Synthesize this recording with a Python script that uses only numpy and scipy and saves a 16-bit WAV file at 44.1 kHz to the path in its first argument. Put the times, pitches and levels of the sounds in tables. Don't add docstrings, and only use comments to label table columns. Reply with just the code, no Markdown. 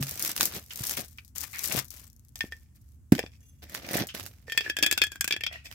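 import sys
import numpy as np
from scipy import signal
from scipy.fft import rfft, irfft, next_fast_len
from scipy.io import wavfile
from scipy.ndimage import uniform_filter1d

SR = 44100
rng = np.random.default_rng(int(sys.argv[2]) if len(sys.argv) > 2 else 0)


def dump_mix(stems):
    frames = np.atleast_2d(stems).T
    limited = np.clip(frames, -1, 1)
    pcm = np.round(limited * 32767).astype(np.int16)
    wavfile.write(sys.argv[1], SR, pcm)


N = 253391


def amp(db):
    return 10 ** (np.asarray(db) / 20)


def unit(x):
    return x / np.sqrt(np.mean(x ** 2) + 1e-20)


def unit_peak(x):
    return x / np.sqrt(uniform_filter1d((x ** 2).mean(0), size=132).max() + 1e-20)


def at_hz(points, hz):
    f, value = np.transpose(points)
    return np.interp(np.log(hz + 1), np.log(f + 1), value)


def follow(rows):
    return np.interp(np.arange(N) / SR, *np.transpose(rows))


def sides(pan_db):
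    gains = amp(np.array([[.5], [-.5]]) * pan_db)
    return gains / np.sqrt((gains ** 2).mean(0))


def add(mix, start_s, sound):
    part = mix[:, max(round(start_s * SR), 0):][:, :sound.shape[1]]
    part += sound[:, :part.shape[1]]


# frequency_hz, coherence
COHERENCE = [(60, 0.88), (300, 0.77), (700, 0.65), (1400, 0.16), (3000, 0.0072), (16000, 0.1)]

def colour(x, spectrum):
    size = next_fast_len(x.shape[1] + 2048)
    hz = abs(np.fft.fftfreq(size, 1 / SR))
    log_gain = np.log(amp(at_hz(spectrum, hz)))
    response = np.exp(signal.hilbert(log_gain))[:size // 2 + 1]
    angle = np.arcsin(np.clip(at_hz(COHERENCE, hz[:size // 2 + 1]), -1, 1)) / 2
    pair = rfft(x, size)
    blended = pair * np.cos(angle) + pair[::-1] * np.sin(angle)
    return irfft(blended * response, size)[:, :x.shape[1]]


def resonate(x, hz, width_hz):
    turn = np.exp(2j * np.pi * np.cumsum(hz * np.ones(x.shape[1])) / SR)
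    pole = np.exp(-np.pi * width_hz / SR)
    return 2 * (turn * signal.lfilter([1 - pole], [1, -pole], x / turn + 1e-18)).real


def burst(spectrum, t60_s, count=6000, rise_s=.0005):
    t = np.arange(count) / SR
    envelope = amp(-60 * t / t60_s) * (1 - np.exp(-t / rise_s))
    return unit_peak(colour(rng.standard_normal((2, count)) * envelope, spectrum))


def friction(per_s, spread_db, hiss):
    slips = (rng.random(N) < per_s / SR) * amp(spread_db * np.minimum(rng.exponential(1, N), 4))
    power = signal.lfilter([1], [1, -np.exp(-1 / (0.00056 * SR))], slips ** 2)
    return unit(np.sqrt(power) * rng.standard_normal((2, N))) + hiss * rng.standard_normal((2, N))


def stroke(start_s, length_s, end_db, swell_db, attack_s=0.011, release_db_per_s=476):
    t = np.arange(N) / SR - start_s
    progress = np.clip(t / length_s, 0, 1)
    fall_db = np.clip(release_db_per_s * (t - length_s), 0, 200)
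    return np.clip(t / attack_s, 0, 1) * amp(end_db + swell_db * (progress - 1) - fall_db), progress


# frequency_hz, density_db
RUMBLE_SPECTRUM = [(15, -43), (25, -27), (50, -1), (76, 3.5), (127, -3), (180, -14), (236, -12.5),
                   (344, -26.5), (560, -38.5), (1500, -40.5), (4000, -48.5), (7000, -39.5), (16000, -43.5)]

def house(rumble_db=-55.5, drone_db=-58, drone_hz=74, width_hz=9):
    rumble = unit(colour(rng.standard_normal((2, N)), RUMBLE_SPECTRUM))
    drone = resonate(rng.standard_normal((1, N)), drone_hz, width_hz)
    drone = resonate(drone, drone_hz, 2 * width_hz)
    return amp(rumble_db) * rumble + amp(drone_db) * unit(drone)


# frequency_hz, t60_s
ROOM_DECAY = [(100, 0.26), (400, 0.16), (1500, 0.19), (5000, 0.1), (15000, 0.1)]

def room(x, wet_db, early_db):
    count = SR // 2
    taps = rng.standard_normal((2, count)) * (rng.random((2, count)) < .1) * (np.arange(count) > .006 * SR)
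    hz, t, bands = signal.stft(taps, SR, nperseg=256)
    tail = signal.istft(bands * amp(-60 * t / at_hz(ROOM_DECAY, hz)[:, None]), SR, nperseg=256)[1]
    echo = amp(wet_db) * tail / np.linalg.norm(tail[0])
    for side in echo:
        side[rng.integers(SR // 700, SR // 90, size=6)] += amp(early_db) * rng.choice([-1, 1], size=6)
    echo = colour(echo, [(100, -9.5), (1000, -1.5), (6000, 2.0), (16000, -7)])
    return signal.fftconvolve(x, echo, axes=1)[:, :N]


# pitch_hz, level_db
LID_MODES = [(2800, -80), (3400, -78), (6234, -71), (10858, -72), (13291, -77), (14137, -73)]

def lid_ring(start_s=3.405, width_hz=30, fade_s=0.17, rasp_db=-72, stutter_db=4):
    out, t = np.zeros((2, N)), np.arange(SR // 3) / SR
    drag = rng.standard_normal((2, len(t)))
    tones = sum(amp(db) * unit(resonate(resonate(drag, hz, width_hz), hz, 200)) for hz, db in LID_MODES)
    stutter = amp(stutter_db * unit(uniform_filter1d(rng.standard_normal(len(t)), size=700)))
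    rasp = amp(rasp_db) * unit(colour(drag, TICK_SPECTRUM))
    add(out, start_s, (tones + rasp) * stutter * np.exp(-(t / fade_s) ** 2))
    return out


# start_s, end_s
SETTLING_SPAN = [1.84, 2.32]

def settling(first_db=-43, fade_db=-12, pan_db=11, count=14):
    out = np.zeros((2, N))
    for k in range(count):
        age = (k + rng.random()) / count
        tick = amp(first_db + fade_db * age) * burst(CRACKLE_SPECTRUM, t60_s=0.0064)
        add(out, np.interp(age, [0, 1], SETTLING_SPAN), tick * sides(pan_db))
    return out


# start_s, level_db, pitch_hz, t60_s
SOFT_BUMPS = [(0.0, -31.5, 254, 0.15), (0.008, -23.5, 138, 0.23), (0.565, -32, 169, 0.038),
              (0.807, -25, 121, 0.056), (1.772, -26.5, 131, 0.15), (4.211, -38.5, 93.3, 0.29),
              (2.441, -19.5, 258, 0.0094), (3.186, -22.5, 470, 0.018), (3.192, -16, 457, 0.019),
              (3.239, -16.5, 354, 0.0055)]

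def bumps(rise_s=0.00035):
    out, t = np.zeros((2, N)), np.arange(SR // 3) / SR
    for start_s, db, hz, t60_s in SOFT_BUMPS:
        envelope = amp(db - 60 * t / t60_s) * (1 - np.exp(-t / rise_s))
        add(out, start_s, sides(0) * envelope * -np.sin(2 * np.pi * hz * t))
    return out


# start_s, level_db, pitch_hz, length_s
RIM_SCRAPES = [(0.706, -40.5, 2970, 0.017), (1.184, -42.5, 2470, 0.0092), (1.53, -44.5, 2220, 0.1),
               (1.711, -35, 2360, 0.016), (3.846, -44, 2420, 0.018), (4.086, -43.5, 3000, 0.037),
               (4.64, -45, 2520, 0.053), (5.522, -49, 2600, 0.081)]

def scrapes(width_hz=750, gain_db=4.5, rasp_db=2):
    out = np.zeros((2, N))
    for start_s, db, hz, length_s in RIM_SCRAPES:
        age = np.arange(SR // 8) / SR / length_s
        slips = rng.standard_normal((2, len(age)))
        chatter = unit(resonate(resonate(slips, hz, width_hz), hz, 2 * width_hz))
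        spectrum = [(0.21 * hz, -25), (.5 * hz, -3), (hz, 0), (1.82 * hz, -3), (4 * hz, -22)]
        rasp = amp(rasp_db) * unit(colour(slips, spectrum))
        envelope = amp(db + gain_db) * (1 - np.exp(-12 * age)) * np.exp(-2 * age)
        add(out, start_s, envelope * (chatter + rasp))
    return out


# start_s, length_s, end_level_db, swell_db, relative_air_db
METAL_SCUFFS = [(2.41, .06, -60, -5, 5), (2.505, 0.067, -68, -11, -1), (2.606, 0.15, -79, -4, 1),
                (3.126, 0.15, -60, -16.5, -3), (3.309, 0.057, -64.5, -1.5, -15),
                (3.401, 0.21, -81.5, -7, -1.5), (3.62, .26, -60, 3.5, 12), (3.886, .135, -57, 1, 20),
                (4.465, .24, -49, 4.5, 5.5), (4.762, 0.27, -61.5, -5.5, 13.5), (5.108, 0.053, -56, -3, 8),
                (5.22, .26, -70, 14, 2), (5.501, .055, -57, 8.5, 17.5), (5.64, 0.031, -47.5, -3, -9),
                (5.697, 0.029, -51, 10, -6)]

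def scuffs(gain_db=-2, fizz_db=-5):
    scuff = unit(colour(friction(per_s=200, spread_db=2.5, hiss=0.44), CLACK_SPECTRUM))
    fizz = unit(colour(rng.standard_normal((2, N)), TICK_SPECTRUM))
    envelope = sum(stroke(*slide)[0] for *slide, _ in METAL_SCUFFS)
    return envelope * amp(gain_db) * (scuff + amp(fizz_db) * fizz)


# time_s, level_db,
# relative_body_db
DRY_TICKS = [(0.0264, -28.5, 7), (0.068, -37, -28), (0.1106, -22, -34), (0.195, -19.5, -33),
             (0.2244, -14.5, -41), (0.2487, -16, -8), (0.259, -19.5, -8), (0.364, -20.5, -4),
             (0.3774, -22.5, 1), (0.4089, -9.5, 0), (0.4299, -12, -7.5), (0.455, -10.5, -38),
             (0.8685, -17, -30), (0.8949, -16.5, -9), (0.91, -18, -9), (1.248, -41, -26),
             (1.279, -42.5, -19), (1.3592, -27, -34), (1.4077, -23, -32), (1.723, -17, -13),
             (1.781, -21, -2), (1.8452, -34.5, -34), (1.881, -42, -35), (1.905, -27, -34),
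             (3.1206, -28.5, 1.5), (3.151, -30, 7), (3.7486, -25, 5), (3.8887, -33, 9),
             (3.933, -21.5, -5), (4.0703, -27, -16), (4.149, -25.5, 1.5), (4.1972, -32.5, 5),
             (4.2632, -27.5, -3.5), (5.7137, -38, 5.5), (5.7254, -39.5, 4.5)]

def dry_ticks(gain_db=-5, flutter_db=-12, lean_db=2):
    out = np.zeros((2, N))
    for time_s, db, body_db in DRY_TICKS:
        pan_db = np.interp(time_s, *np.transpose(PLASTIC_PAN))
        flutter = amp(flutter_db) * burst(CRACKLE_SPECTRUM, t60_s=0.12)
        tick = 2 * np.tanh(burst(CRACKLE_SPECTRUM, t60_s=.007) / 2) + flutter
        body = amp(body_db - 1.5) * burst(RUB_SPECTRUM, t60_s=0.0081)
        add(out, time_s, amp(db + gain_db) * (tick * sides(pan_db + lean_db) + body * sides(pan_db)))
    return out


# frequency_hz, density_db
CRACKLE_SPECTRUM = [(1500, -42.5), (4000, -7), (6000, 0), (10000, -3), (13000, 2.5), (15500, -1),
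                    (17000, -20.5)]
RUB_SPECTRUM = [(300, -11.5), (700, -8.5), (1100, -4), (2000, -0.5), (3500, -2.5), (6000, -5.5),
                (12000, -65)]
HOLLOW_SPECTRUM = [(50, -26), (130, 5.5), (270, 3), (500, -1), (700, -1.5), (1200, -26), (4000, -70.5)]
# time_s, pan_db
PLASTIC_PAN = [(0.0, 0.5), (0.45, 1.5), (0.9, 3.5), (1.35, 12), (2.3, 6), (3.2, 0.5), (3.65, 0),
               (4.45, -5.5)]
# start_s, length_s, end_level_db, swell_db, finger_pressure_db
PLASTIC_STROKES = [(0.0, 0.19, -43.5, -8, -10.5), (0.185, 0.12, -33, 6, -8), (0.342, 0.056, -38, 6, -9.5),
                   (0.4, 0.076, -39.5, -9, -2), (0.49, 0.083, -36.5, 10.5, -4.5),
                   (0.618, .08, -58.5, -1, -16), (0.692, 0.14, -41, 6, -15), (0.786, 0.16, -33.5, 4, -15.5),
                   (0.966, 0.044, -35, -7.5, -7.5), (1.026, 0.19, -60.5, -7.5, -28),
                   (1.35, 0.086, -33.5, 4.5, -21.5), (1.464, 0.19, -31.5, 20.5, -21),
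                   (1.663, 0.12, -29, 10, -4), (1.904, 0.04, -51.5, 7, -7), (1.928, .15, -59, -16, -14),
                   (2.108, 0.23, -78, -1.5, -17.5), (2.36, 0.11, -58, -9, -14),
                   (2.523, 0.12, -72, -11.5, -13.5), (2.745, .03, -67, -2.5, -17),
                   (2.8, 0.15, -74, -3.5, -17), (3.616, 0.024, -56, 0, 8), (3.686, 0.095, -43.5, 11.5, 2),
                   (3.795, 0.15, -40.5, 20, 8.5), (3.928, 0.082, -36.5, 2, 8.5),
                   (4.137, 0.076, -47, -8, -0.5), (4.223, 0.043, -54, -6, 1.5),
                   (4.295, 0.23, -76.5, -12, 1.5)]

def plastic(rub_db=-1.23, hollow_db=-2, clump_db=2.5, press_growth_db=4, rub_exponent=.48):
    wander = uniform_filter1d(uniform_filter1d(rng.standard_normal(N), size=300), size=200)
    clumps = amp(clump_db * unit(wander))
    fine = unit(clumps * colour(friction(per_s=700, spread_db=5, hiss=.3), CRACKLE_SPECTRUM))
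    coarse = unit(clumps * colour(friction(per_s=620, spread_db=3, hiss=0.54), RUB_SPECTRUM))
    body = unit(colour(friction(per_s=610, spread_db=6.5, hiss=0.44), HOLLOW_SPECTRUM))
    power = np.zeros((3, N))
    for *slide, press_db in PLASTIC_STROKES:
        gain, progress = stroke(*slide)
        pressure = amp(press_db + press_growth_db * (progress - 1))
        power += np.array([gain, gain * pressure ** rub_exponent, gain * pressure]) ** 2
    fine_gain, coarse_gain, body_gain = np.sqrt(power)
    pan_db = follow(PLASTIC_PAN)
    rub = amp(rub_db) * coarse_gain * coarse * sides(.7 * pan_db)
    return (fine_gain * fine + amp(hollow_db) * body_gain * body) * sides(pan_db) + rub


LID_OFF_S, BAG_OUT_S = 3.1212, 4.45

def lid_pop(pop_db=-1.5, pop_hz=218, swell_s=0.003, boom_db=-19, boom_hz=135, boom_t60_s=0.11,
            gap_db=-31, gap_fade_db=-30, gap_s=0.071, shut_hz=250, ajar_hz=510):
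    out, t = np.zeros((2, N)), np.arange(SR // 3) / SR
    swing = (t / swell_s * np.exp(1 - t / swell_s)) ** 1.6 / (1 + (t / .0068) ** 8)
    pop = amp(pop_db) * swing * -np.sin(2 * np.pi * pop_hz * t)
    boom = amp(boom_db - 60 * t / boom_t60_s) * -np.sin(2 * np.pi * boom_hz * t)
    thud = amp(-18) * burst(THUD_SPECTRUM, t60_s=0.037, count=len(t))
    opening = np.minimum(t / gap_s, 1.5) ** 3
    hz = shut_hz + (ajar_hz - shut_hz) * opening
    chirp = amp(gap_db + gap_fade_db * opening) * -np.sin(2 * np.pi * np.cumsum(hz) / SR)
    add(out, LID_OFF_S, sides(-2.8) * (pop + boom) + thud + chirp)
    return out


# time_s, pitch_hz
AIR_MODE_PITCH = [(2.45, 1806), (3.8, 1856), (4.57, 1796), (4.77, 1667), (4.95, 1704), (4.985, 1460),
                  (5.02, 1687), (5.09, 1704), (5.155, 1575), (5.2, 1677), (5.25, 1540), (5.31, 1727),
                  (5.37, 1725), (5.5, 1905)]

def cavity(kick_db=42, low_kick_db=37, stir_db=20, low_stir_db=14,
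           width_hz=48, low_width_hz=75, low_hz=450, damping=7):
    t = np.arange(N) / SR
    blocked = (t > LID_OFF_S) & (t < BAG_OUT_S)
    kicks, low_kicks = np.zeros((2, 2, N))
    for time_s, db, thud_db, air_db, *_ in CAN_KNOCKS:
        add(kicks, time_s + 0.000996, amp(db + air_db + kick_db) * sides(-.2 * KNOCK_PAN_DB))
        add(low_kicks, time_s + 0.00088, amp(db + thud_db + low_kick_db) * sides(0))
    scuffing = sum(amp(air_db) * stroke(*slide)[0] for *slide, air_db in METAL_SCUFFS)
    stir = scuffing * unit(friction(per_s=290, spread_db=7.0, hiss=0.23))
    hz = follow(AIR_MODE_PITCH)
    drive = kicks + amp(stir_db) * stir
    upper = resonate(drive * ~blocked, hz, width_hz)
    upper += resonate(drive * blocked, hz, damping * width_hz) * 2 / damping
    low_drive = low_kicks * ~blocked + amp(low_stir_db) * stir
    lower = resonate(low_drive, low_hz * (hz / 1790) ** 6, low_width_hz)
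    lower += resonate(low_kicks * blocked, low_hz, damping * low_width_hz) * 2 / damping
    upper = colour(upper, [(300, 1), (1100, -0.5), (1500, -0.5), (2000, 3.0), (3000, -8), (8000, -21.5)])
    return upper + colour(lower, [(60, -11.5), (220, -6.5), (700, -3.0), (1500, -19), (8000, -52.5)])


def favour(table, centre_hz, db_per_octave=5):
    return [(hz, db - db_per_octave * abs(np.log2(hz / centre_hz)), *rest) for hz, db, *rest in table]


def ring(modes, t60_factor, count=6000, detune=.016, spread_db=4.5, rise_s=.0006):
    t = np.arange(count) / SR
    hz, db, t60_s = np.transpose(modes)[:, :, None]
    hz = hz * (1 + detune * rng.standard_normal(hz.shape))
    db = db + spread_db * rng.standard_normal((2, len(modes), 1))
    phase = 2 * np.pi * rng.random((2, len(modes), 1))
    waves = amp(db - 60 * t / (t60_s * t60_factor)) * np.sin(2 * np.pi * hz * t + phase)
    return unit_peak(waves.sum(1) * (1 - np.exp(-t / rise_s)))


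# frequency_hz, density_db
THUD_SPECTRUM = [(70, -22.5), (180, -16.5), (300, 5.5), (450, 9), (700, -7.5), (1100, -16.5), (1600, -10.5),
                 (3000, -22)]
CLACK_SPECTRUM = [(900, -14.5), (1600, -8.5), (2400, 6), (2900, -4.5), (3400, 0), (4000, -9), (5200, 2),
                  (6200, -8), (9000, -28)]
TICK_SPECTRUM = [(3500, -4.5), (6000, 4.5), (7500, 8.5), (10000, -1), (13000, 5), (15000, 3), (17000, -16)]
# pitch_hz, level_db, t60_s
WALL_MODES = [(2346, -52, 0.021), (2445, -6.5, 0.088), (2580, 2.5, 0.05), (3130, -16, 0.12),
              (3295, -2, 0.084), (3394, -8.5, 0.13), (3563, -5, 0.06), (4530, -10.5, 0.084),
              (4865, -32.5, 0.054), (5000, -23, 0.025), (5110, -10, 0.089), (4850, -13, .06),
              (4860, -38, 0.012)]
TREBLE_MODES = [(5850, -14, .05), (7350, -11, 0.09), (6600, 7, 0.25), (7400, 32, 0.037), (8150, -43, 0.027),
                (9540, 16.5, 0.099), (12700, -3.5, 0.043), (11500, -2, 0.033), (14000, 4, 0.032),
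                (14565, 0, 0.043), (14800, 8, 0.28)]
# time_s, t60_factor
GRIP_LOOSENESS = [(4.2, .22), (4.55, 0.73), (5.15, 0.79), (5.28, 0.33), (5.47, 0.87)]
# time_s, level_db, relative_thud_db, relative_air_db, relative_treble_db, centre_hz
CAN_KNOCKS = [(2.3566, -34.5, -22.5, -19, 2.5, 5140), (2.4073, -16, -33, -6, -18, 2300),
              (2.522, -33, -9.5, 3, -11, 2100), (3.1802, -28, -14, -18, -11, 2550),
              (3.1914, -18.5, -5, -5.5, -10, 2120), (3.229, -33, -18, -9, -29, 2560),
              (3.2629, -32, -3.5, -13, -37, 2570), (4.4975, -30, -33, -4.5, -14, 3240),
              (4.5207, -21.5, -22, -4.5, -9, 2980), (4.5757, -9, -20, -9.5, -10, 2500),
              (4.6076, -20, -15.5, -10, -15, 3280), (4.6979, -17.5, -11.5, -3.5, -12.5, 3570),
              (4.767, -18.5, -19, -8, -7.5, 3350), (4.7869, -20, -9, -7.5, -7.5, 3350),
              (4.8263, -8.5, -14, -19, -7.5, 5250), (4.8334, -10, -14, -16.5, -12, 3270),
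              (4.843, -25, -5.5, -1, -5, 3280), (4.863, -10, -15.5, -12.5, -6.5, 3180),
              (4.9123, -15, -23, -8.5, 0.5, 3540), (4.9252, -16.5, -18, -17, 0, 4980),
              (4.9766, -15.5, -14.5, -12, -3.5, 2410), (5.017, -6.5, -20, -15, -14.5, 2500),
              (5.037, -19.5, -31, -1, -2.5, 3340), (5.0672, -29, -16, -8, -5.5, 3360),
              (5.1179, -30.5, -11, -8, -3.5, 2220), (5.157, -39.5, -5, 3.5, 0.5, 2900),
              (5.2089, -19.5, -35, -5, 5, 2640), (5.243, -20.5, -15, -11.5, -1, 2630),
              (5.2771, -19, -24, -9.5, -2, 2600), (5.3085, -13.5, -21, -14, -15.5, 2560),
              (5.324, -12, -42, -24, -14.5, 3330), (5.3386, -21.5, -13, -12, -40, 2530),
              (5.3637, -21, -14, -11, -15, 2400), (5.4081, -26, -17, -9, -13.5, 2400),
              (5.436, -17, -22.5, -17.5, -16, 2530), (5.465, -16.5, -23.5, -32, -16.5, 2560),
              (5.5274, -34.5, -24, -7, -8.5, 3080), (5.656, -34, -18, -16, -10, 3300)]
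KNOCK_PAN_DB = 4

def can(gain_db=-7.5, treble_gain_db=3, thud_gain_db=-1, clack_db=0.5):
    out = np.zeros((2, N))
    for time_s, db, thud_db, _, treble_db, centre_hz in CAN_KNOCKS:
        looseness = np.interp(time_s, *np.transpose(GRIP_LOOSENESS))
        clack = amp(clack_db) * burst(favour(CLACK_SPECTRUM, centre_hz), t60_s=0.019)
        wall = unit_peak(ring(favour(WALL_MODES, centre_hz), looseness) + clack)
        treble = unit_peak(.22 * ring(TREBLE_MODES, .7 * looseness) + burst(TICK_SPECTRUM, t60_s=.023))
        treble *= amp(treble_db + treble_gain_db)
        thud = amp(thud_db + thud_gain_db) * burst(THUD_SPECTRUM, t60_s=0.016)
        knock = thud + wall * sides(0.3 * KNOCK_PAN_DB) + treble * sides(KNOCK_PAN_DB)
        add(out, time_s, amp(db + gain_db) * knock)
    return out


def scene():
    direct = plastic() + dry_ticks() + settling()
    direct += can() + cavity() + scuffs() + scrapes() + bumps() + lid_pop() + lid_ring()
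    return direct + room(direct, wet_db=-16.0, early_db=-20) + house()


def record(dry, low_cut_hz=48, high_cut_hz=16150):
    thin = signal.sosfilt(signal.butter(2, low_cut_hz, "highpass", fs=SR, output="sos"), dry)
    lowpass = signal.firwin(401, high_cut_hz, window=("kaiser", 8), fs=SR)
    return signal.oaconvolve(thin, lowpass[None], "same", axes=1)


dry = scene()
out = record(dry)
dump_mix(out)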